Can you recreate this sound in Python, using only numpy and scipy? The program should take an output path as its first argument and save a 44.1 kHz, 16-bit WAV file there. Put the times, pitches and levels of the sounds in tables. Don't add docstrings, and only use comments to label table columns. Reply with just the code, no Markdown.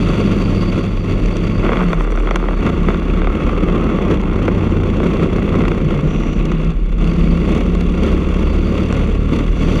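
import sys
import numpy as np
from scipy import signal
from scipy.fft import rfft, irfft
from scipy.io import wavfile
from scipy.ndimage import uniform_filter1d, minimum_filter1d

SR = 44100
rng = np.random.default_rng(int(sys.argv[2]) if len(sys.argv) > 2 else 0)


def dump(signal):
    limited = np.clip(np.atleast_2d(signal).T, -1, 1)
    pcm = np.round(limited * 32767).astype(np.int16)
    wavfile.write(sys.argv[1], SR, pcm)


N = 432180
TIME = np.arange(N) / SR
BINS = np.fft.rfftfreq(8192, 1 / SR) + 1

ROAR_DB = -23
# (frequency [Hz], width [Hz], relative level [dB])
CASE_MODES = [(651, 132, 10), (899, 49, 6.5), (1104, 95, 11), (1212, 150, 6.5), (1360, 150, 7),
              (1640, 110, -4), (2006, 450, -2), (2215, 87, -3.5), (2580, 376, -8), (2724, 170, -8),
              (3210, 170, -15.5), (3424, 170, -13), (3730, 200, -25.5), (4400, 520, -28.5),
              (5420, 600, -39.5), (5850, 250, -30), (6140, 290, -31.5), (6580, 460, -37), (7120, 810, -36),
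              (8330, 500, -46), (9220, 900, -41), (10780, 1200, -48), (13000, 1700, -52)]
# (frequency [Hz], relative level [dB])
KNOCK_TONE = [(150, -25.5), (330, 4.5), (460, 6.5), (640, 0.5), (880, -6), (1130, 1), (1380, 0),
              (1750, -15), (1950, -7), (2250, -8), (2700, -19), (3100, -24.5), (3450, -15.5), (3900, -36),
              (4500, -32.5), (6000, -48), (15000, -70)]


def gain_of(db):
    return 10 ** (np.asarray(db) / 20)


def evened(x):
    return x / np.sqrt(np.mean(x ** 2) + 1e-20)


def curves(rows):
    s, *columns = np.transpose(rows)
    return [np.interp(TIME, s, column) for column in columns]


def wander(hz):
    fade = np.exp(-(np.fft.rfftfreq(N, 1 / SR) / hz) ** 2)
    return evened(irfft(rfft(rng.standard_normal(N)) * fade, N))


def peaks(modes):
    powers = [gain_of(db) ** 2 / (1 + 2 * ((BINS - hz) / width) ** 2) ** 2 for hz, width, db in modes]
    return np.sqrt(sum(powers))


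def band(low_hz, high_hz, order=6):
    return ((1 + (low_hz / BINS) ** (2 * order)) * (1 + (BINS / high_hz) ** (2 * order))) ** -.5


def coloured(points, stretch=1):
    hz, db = np.transpose(points)
    return gain_of(np.interp(np.log(BINS), np.log(hz * stretch), db))


def ring(gain):
    log_gain = np.log(np.maximum(gain / gain.max(), 1e-5))
    circle = np.r_[log_gain, log_gain[-2:0:-1]]
    return np.fft.ifft(np.exp(np.conj(signal.hilbert(circle)))).real[:len(gain)]


def through(drive, gain):
    return evened(signal.oaconvolve(drive, ring(gain))[:N])


def bursts(turns, at, length, uneven_db):
    cycle, age = np.divmod(turns - at + 2, 1)
    size = 2 * np.tanh(gain_of(uneven_db * rng.standard_normal(N)) / 2)
    return size[cycle.astype(int)] * age / length * np.exp(1 - age / length)


def taps(per_s):
    return evened(rng.uniform(-0.71, 1, N) * (rng.random(N) < per_s / SR))


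def dispersed(x, lag_s):
    hz = np.fft.rfftfreq(len(x), 1 / SR)
    delay = lag_s * np.maximum(np.sqrt(4000 / np.maximum(hz, 400)) - 1, 0)
    phase = 2 * np.pi * np.cumsum(delay) * SR / len(x)
    return irfft(rfft(x) * np.exp(-1j * phase), len(x))


def spell(start, end, fade_s):
    return np.clip(np.minimum(TIME - start, end - TIME) / fade_s + .5, 0, 1)


def spells(rows, fade_s):
    return sum(gain_of(db) * spell(start, end, fade_s) for start, end, db in rows)


def lulls():
    # (start [s], end [s], change [dB])
    lull_rows = [(0.874, 1.074, -2), (4.16, 4.348, -4), (6.736, 6.99, -8), (9.443, 9.606, -4.5)]
    return sum(db * spell(start, end, fade_s=0.054) for start, end, db in lull_rows)


def shaking():
    # (time [s], level [dB])
    slow_course = [(0, 4.5), (1, 1), (1.5, 1), (2.1, -0.9), (3.05, 1), (3.8, 6), (4.5, 6), (5.5, 4.5),
                   (6.45, 0), (7.1, 1.2), (7.85, -3.5), (8.7, 0), (9.2, -3.5), (9.8, 4.5)]
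    # (middle [s], length [s], change [dB])
    patches = [(0.789, 0.028, 4.5), (1.106, 0.056, 2.5), (1.726, 0.41, 4), (2.675, 0.057, 9),
               (2.875, 0.11, 3), (3.282, 0.075, -4.5), (4.127, 0.077, 6.5), (4.451, 0.059, 2),
               (5.06, 0.091, 3), (5.2, 0.11, 2.5), (5.574, 0.11, 4), (6.634, 0.061, 1), (7.543, 0.18, 6),
               (7.74, 0.21, 4), (8.064, 0.31, 6), (8.38, 0.23, 3.5), (8.783, 0.17, 3), (9.003, 0.24, 5),
               (9.367, 0.15, 4.5), (9.697, 0.21, 0.5)]
    swells = sum(db * np.exp(-(2 * (TIME - s) / length) ** 2) for s, length, db in patches)
    return curves(slow_course)[0] + swells + lulls()


def drone(speed, turns, shake_db, coast, bend, straight):
    # (time [s], level [dB])
    load_rows = [(0, 4.5), (1.58, 0), (1.75, -20), (2.05, -39), (2.5, -11.5), (2.7, -3), (4.8, -3.5),
                 (5.6, -5), (6.2, -9.5), (6.7, -6), (7.1, -1), (9.8, 5.5)]
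    # (frequency [Hz], level [dB])
    frame_answer = [(60, -21.5), (73, -21), (82, -33.5), (92, -10), (101, -25), (108, -28.5), (114, -21),
                    (124, -30.5), (140, -46.5), (153, -22), (167, -22), (183, -26.5), (191, -32.5),
                    (201, -25.5), (222, -29.5), (260, -41.5)]
    # (order, level relative to ROAR_DB [dB])
    overtones = [(8, -18.5), (9, -22.5), (10, -25), (11, -20.5), (12, -19.5), (13, -27), (14, -30),
                 (15, -23)]
    # (order, level [dB], share of the load that it follows)
    strong_orders = [(2, 0, 1), (3, -9, 1), (4, -2.5, 0.046), (5, -0.5, 0.45), (6, -2, 0.064),
                     (7, 0.5, 0.018)]
    # (start [s], end [s], order, gain [dB])
    booms = [(-.1, .3, 3, 7), (0.263, 0.54, 4, 9), (1.254, 1.72, 4, 1.5), (1.72, 1.938, 4, 12),
             (4.3, 4.954, 3, 5.5), (6.48, 6.69, 5, 5), (7, 7.377, 5, 6.5), (7.55, 8.05, 5, 4.5),
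             (7.2, 8.2, 7, 7), (8.05, 8.9, 5, 1.5), (8.55, 9.05, 3, 5), (8.7, 9.9, 7, 11.5)]
    top_hz = 563
    load_db, = curves(load_rows)
    hz, frame_db = np.transpose(frame_answer)
    dip_db = lulls()
    upper_db = -8 * coast - 5 * bend
    overtone_db = ROAR_DB + shake_db + 5 * straight
    orders = []
    for k, db in overtones:
        muffle_db = 10 * np.log10(1 + (k * speed / top_hz) ** 12)
        orders.append((k, overtone_db + db - muffle_db))
    for k, db, share in strong_orders:
        answer_db = np.interp(k * speed, hz, frame_db)
        boom_db = sum(rise * spell(start, end, fade_s=0.14) for start, end, order, rise in booms if order == k)
        pull_db = share * load_db + (1 - share) * upper_db
        orders.append((k, db + answer_db + boom_db + dip_db + pull_db))
    out = np.zeros(N)
    for k, db in orders:
        level = np.sqrt(2) * gain_of(db + wander(7))
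        out += level * np.cos(2 * np.pi * (k * turns + rng.random()) + .1 * wander(6))
    return out


def roar(turns, grip, shake_db, coast, bend, straight):
    # (frequency [Hz], relative level [dB])
    roar_tone = [(25, -40.5), (62, -9.5), (90, 0), (125, -7), (165, 1.5), (220, 1), (265, -2), (325, 1.5),
                 (430, -4.5), (560, -9), (680, -20.5), (800, -26), (1100, -25), (2500, -80)]
    # (time [s], level [dB])
    roar_course = [(0, 0.5), (2.15, -1), (2.45, 1.5), (2.7, 0.5), (3.35, 0.5), (3.75, -0.3), (4.5, -3),
                   (5.7, 0.5), (6.2, 1), (6.7, -0.5), (7.3, 2), (8.1, 2), (8.75, 2), (9.1, 0.5), (9.8, 0.5)]
    exhaust_puffs = 0.5 * bursts(turns, at=0.045, length=0.15, uneven_db=-8.5)
    intake_puffs = 0.37 * bursts(turns, at=0.58, length=0.17, uneven_db=0.0)
    puffs = 2.5 + exhaust_puffs + intake_puffs
    exhaust = through(puffs * gain_of(1.78 * grip) * rng.standard_normal(N), coloured(roar_tone))
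    exhaust = gain_of(curves(roar_course)[0]) * exhaust
    airbox_modes = [(177.8, 29.0, 0.0), (229.6, 40.0, -7.5), (101.0, 73, -10)]  # (Hz, width Hz, dB)
    airbox = through(puffs * rng.standard_normal(N), peaks(airbox_modes))
    airbox_db = -2 - 28 * coast - 1.5 * bend - 2.5 * straight
    return gain_of(ROAR_DB + shake_db) * (exhaust + gain_of(airbox_db) * airbox)


def bounce(shake_db, coast, bob_hz=39):
    sway = np.sin(2 * np.pi * bob_hz * TIME + wander(4))
    road = through(rng.standard_normal(N), band(31.5, 45.2, order=5))
    bob = evened((1 + 0.45 * coast) * sway + 0.62 * (1 - 0.45 * coast) * road)
    level_db = -16.5 - 0.74 * uniform_filter1d(shake_db, size=8000)
    return gain_of(level_db) * bob


def cased(drive, flex, low_hz, high_hz):
    def answer(shift):
        modes = [(hz * (1 + shift), width, db) for hz, width, db in CASE_MODES]
        return through(drive, peaks(modes) * band(low_hz, high_hz))
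    tight, slack = answer(0.006), answer(-0.006)
    return evened((1 - flex) * tight + flex * slack)


def mechanics(speed, turns, grip, shake_db, coast, bend):
    # (time [s], level [dB])
    strain_rows = [(0, 4), (1.5, 2.5), (1.7, 6.5), (2.3, 5.5), (3.4, 3.5), (4.8, -3.5), (5.6, -0.5),
                   (6.2, 2), (9.8, 4.5)]
    # (time [s], level [dB])
    treble_rows = [(0, 8.5), (1.4, 5.5), (1.8, 3.5), (2.8, 5), (4.1, 0), (5.4, 2.2), (6.7, 4.5), (7.15, 7),
                   (8.6, 7.5), (9.3, 8), (9.8, 11)]
    strain_db, treble_db = curves(strain_rows)[0], curves(treble_rows)[0]
    rattle_db = -38.5 + shake_db + strain_db - 2.5 * coast
    clatter_db = -41.5 + 0.89 * shake_db + 0.46 * strain_db + 0.31 * treble_db - 2.5 * coast
    hiss_db = -54 + 0.92 * shake_db + treble_db - 1.8 * coast

    flex = np.clip(bend + 0.35 * wander(0.8), 0, 1)
    grit = gain_of(2.11 * grip) * rng.standard_normal(N)
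    chatter = (0.28 + 0.44 * coast) * dispersed(taps(per_s=130), lag_s=0.00126)
    merge_from_hz, merged_hz = 32.6, 53
    distinct = np.clip((merged_hz - speed) / (merged_hz - merge_from_hz), 0, 1) * (1 - coast)
    exhaust = distinct * bursts(turns + .16 * bend, at=.21, length=.12, uneven_db=1.5) ** 2
    valves = 1.33 * bursts(turns, at=0.99, length=0.034, uneven_db=9.0)
    valves += 0.59 * bursts(turns, at=0.805, length=0.027, uneven_db=18.0)

    rattle = cased((grit + chatter) * (1 + .5 * exhaust), flex, low_hz=670, high_hz=2197)
    clatter_drive = (grit + 0.57 * chatter) * (1 + 0.35 * valves + 0.23 * exhaust)
    clatter = cased(clatter_drive, flex, low_hz=2240, high_hz=3260)
    puffed = grit * (1 + .4 * (1 - distinct) + 1.3 * exhaust)
    hiss = cased(puffed, flex, low_hz=3920, high_hz=17000)
    return gain_of(rattle_db) * rattle + gain_of(clatter_db) * clatter + gain_of(hiss_db) * hiss


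def chain(turns, rest_db=-73):
    # (start [s], end [s], level [dB])
    chain_spells = [(-0.2, 0.75, -46), (0.75, 1.65, -51), (7.03, 7.55, -56), (7.98, 8.1, -53),
                    (8.45, 8.85, -50), (9.62, 10, -48)]
    # (frequency [Hz], width [Hz], relative level [dB])
    chain_modes = [(4575, 190, 7), (4830, 200, -16.5)]
    flurries = gain_of(9 * np.tanh(.6 * wander(70)))
    tugs = -0.5 + 2.0 * bursts(2 * turns, at=0.074, length=0.1, uneven_db=-0.5)
    rasp = through(flurries * rng.standard_normal(N) * tugs, peaks(chain_modes))
    return (gain_of(rest_db) + spells(chain_spells, fade_s=.15)) * rasp


def brake(turns, sing_db=-63, flutter_db=1):
    # (frequency [Hz], width [Hz], relative level [dB])
    disc_modes = [(4470, 49, -1.5), (5900, 580, -12), (7150, 600, -20), (8240, 160, -17), (8900, 160, -20),
                  (9350, 300, -27), (10500, 160, -27), (13000, 220, -28)]
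    # (start [s], end [s], level [dB])
    sing_spells = [(1.62, 1.92, -58), (2.26, 2.63, -62)]
    # (start [s], end [s], level [dB])
    bite_spells = [(1.8, 2.24, -55.5), (2.24, 2.95, -73)]
    rubs = rng.standard_normal(N) * bursts(2 * turns, at=0.41, length=.1, uneven_db=12)
    rasp = through(rubs, peaks(disc_modes[1:]))
    sing = through(gain_of(flutter_db * wander(17)) * rng.standard_normal(N), peaks(disc_modes[:1]))
    sing_level = gain_of(sing_db) + spells(sing_spells, fade_s=.06)
    return sing_level * sing + spells(bite_spells, fade_s=.12) * rasp


def struck(body, scuff, scuff_s, lag_s=0):
    age = TIME[:len(body)]
    blow = (age == 0) + scuff * rng.standard_normal(len(age)) * np.exp(-age / scuff_s)
    sound = dispersed(signal.fftconvolve(blow, body)[:len(age)], lag_s)
    return sound / np.sqrt(uniform_filter1d(sound ** 2, size=44).max())


def knocks():
    # (time [s], loudest-millisecond level [dB])
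    frame_knocks = [(1.6358, -22), (1.6494, -19), (1.6545, -18), (1.6696, -21), (1.6914, -10.5),
                    (1.719, -13.5), (1.7322, -13), (1.7577, -17), (1.7709, -14), (1.792, -23),
                    (1.8063, -13.5), (1.8148, -15), (1.8318, -17), (1.931, -10), (2.0073, -13.5),
                    (2.1216, -20), (2.174, -18), (2.1863, -23), (2.201, -24), (2.2723, -16.5),
                    (2.2892, -18), (2.3096, -11), (2.3587, -11), (2.4012, -25), (2.4264, -26),
                    (2.4389, -18), (2.4855, -14.5), (2.509, -22), (2.5321, -21), (2.8853, -12),
                    (2.904, -16.5), (2.945, -16.5), (3.02, -21.5), (3.218, -16), (3.2445, -18.5),
                    (3.2714, -13.5), (3.3007, -20), (3.494, -19), (3.986, -17), (4.4799, -11), (4.486, -17),
                    (4.767, -23), (5.0014, -16), (5.0315, -18.5), (5.0627, -19), (5.1617, -27),
                    (5.195, -24), (5.227, -18), (5.3507, -27), (5.3836, -18), (5.4215, -22), (5.4777, -22),
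                    (5.5423, -16.5), (5.5517, -19), (5.6062, -17.5), (5.6376, -19), (5.653, -17.5),
                    (5.68, -14.5), (5.7171, -16), (5.907, -17.5), (5.9404, -23), (5.9643, -23),
                    (5.9901, -22), (6.5176, -17.5), (8.9257, -19.5)]
    # (time [s], loudest-millisecond level [dB])
    stones = [(1.2595, -29), (1.3683, -26), (1.9305, -32), (2.3092, -32), (2.358, -21), (4.214, -33),
              (4.4797, -38), (5.6824, -23), (5.908, -40), (6.4537, -30), (6.5166, -33), (6.6468, -36),
              (6.7032, -37), (7.043, -28), (7.0736, -30), (8.0346, -26), (8.9258, -24)]
    out = np.zeros(N)
    tick = ring(peaks(CASE_MODES) * band(5000, 8500, order=3))
    for s, db in frame_knocks:
        stretch, tilt, lag_s = rng.uniform([.96, -.1, .001], [1.04, .3, .0017])
        thud = ring(coloured(KNOCK_TONE, stretch) * BINS ** tilt)
        out[round(s * SR):][:len(thud)] += gain_of(db) * struck(thud, scuff=.06, scuff_s=.004, lag_s=lag_s)
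    for s, db in stones:
        out[round(s * SR):][:len(tick)] += gain_of(db) * struck(tick, scuff=0.41, scuff_s=0.0024)
    return out


def crackle(turns, at=0.1, rebound=0.45, stray=0.35):
    # (start [s], end [s], level [dB])
    crackle_spells = [(1.62, 1.86, -31), (2.03, 2.56, -32.5), (3.3, 4.2, -36.5), (4.2, 5, -33),
                      (5, 5.8, -32)]
    half = np.maximum.accumulate(np.floor(2 * (turns - at + .06 * wander(40))))
    blows = np.diff(half, prepend=half[0]) * np.where(half % 2, rebound, 1) * rng.uniform(.4, 1, N)
    drive = dispersed(evened(blows) + stray * taps(per_s=110), lag_s=0.0012)
    return spells(crackle_spells, fade_s=.04) * through(drive, coloured(KNOCK_TONE))


def squeal(waver=0.018, width_hz=90):
    # (start [s], end [s], level [dB])
    squeal_spells = [(3.33, 4.15, -36)]
    # (time [s], frequency [Hz])
    pitch_rows = [(3.33, 1320), (3.42, 1301), (3.5, 1117), (3.6, 1270), (3.72, 1110), (3.85, 1294),
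                  (3.95, 1130), (4.15, 1155)]
    pitch_hz = curves(pitch_rows)[0] * (1 + waver * wander(25.2))
    phase = 2 * np.pi * np.cumsum(pitch_hz) / SR
    hoarse = wander(width_hz) * np.cos(phase) + wander(width_hz) * np.sin(phase)
    return spells(squeal_spells, fade_s=0.22) * evened(hoarse)


def tyres():
    # (start [s], end [s], level [dB])
    scrub_spells = [(3.7, 4.95, -39), (4.98, 5.72, -44)]
    # (start [s], end [s], level [dB])
    sizzle_spells = [(6.06, 6.41, -53), (9.56, 10, -54)]
    # (start [s], end [s], level [dB])
    gravel_spells = [(6.08, 6.72, -43.5)]
    scrub = through(gain_of(3 * wander(60)) * rng.standard_normal(N), band(700, 980, order=4))
    sizzle = through(rng.standard_normal(N), peaks([(5870, 350, 1.0), (5900, 300, 5), (7000, 540, -5)]))
    gravel = through(taps(per_s=200), peaks([(2620, 330, 4), (3770, 420, -10.0)]))
    out = spells(scrub_spells, fade_s=0.054) * scrub + spells(sizzle_spells, fade_s=.08) * sizzle
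    return out + spells(gravel_spells, fade_s=0.05) * gravel + squeal()


def kerb(ribs_hz=146):
    # (start [s], end [s], level [dB])
    kerb_spells = [(5.8, 6.08, -20.5)]
    hum = np.sin(2 * np.pi * ribs_hz * TIME + .6 * wander(12))
    return spells(kerb_spells, fade_s=0.037) * evened(hum)


def scene():
    # (time [s], firing rate [Hz])
    speed_rows = [(0, 50.4), (.5, 50.02), (1.5, 50.05), (1.8, 45.7), (2, 40), (2.2, 37.4), (2.6, 34.15),
                  (2.8, 36.13), (3.3, 36.18), (4.25, 32.02), (4.5, 31.96), (5, 29.85), (5.4, 31.24),
                  (6.25, 31.18), (7, 32.95), (8, 35.44), (9, 37.64), (9.8, 38.83)]
    speed, = curves(speed_rows)
    turns = np.cumsum(speed) / SR
    shake_db = shaking()
    coast = spell(start=1.99, end=2.57, fade_s=0.056)
    bend = spell(start=3.25, end=5.87, fade_s=0.42)
    straight = spell(start=7.6, end=10.2, fade_s=0.2)
    grip = evened(wander(100) + 0.12 * wander(28.0))
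    engine = drone(speed, turns, shake_db, coast, bend, straight)
    engine += roar(turns, grip, shake_db, coast, bend, straight)
    engine += mechanics(speed, turns, grip, shake_db, coast, bend)
    chassis = bounce(shake_db, coast) + gain_of(lulls()) * (chain(turns) + brake(turns))
    chassis += knocks() + crackle(turns) + tyres() + kerb()
    return (engine + chassis)[None]


def record(dry, ceiling_db=-1, edge_hz=15000):
    allowed = np.minimum(1, gain_of(ceiling_db) / (abs(dry[0]) + 1e-9))
    gain = uniform_filter1d(minimum_filter1d(allowed, size=500), size=500)
    ends = signal.windows.tukey(N, .0006)
    low_pass = signal.firwin(511, edge_hz, window=("kaiser", 9), fs=SR)
    return signal.oaconvolve(dry * gain * ends, low_pass[None], "same")


dry = scene()
out = record(dry)
dump(out)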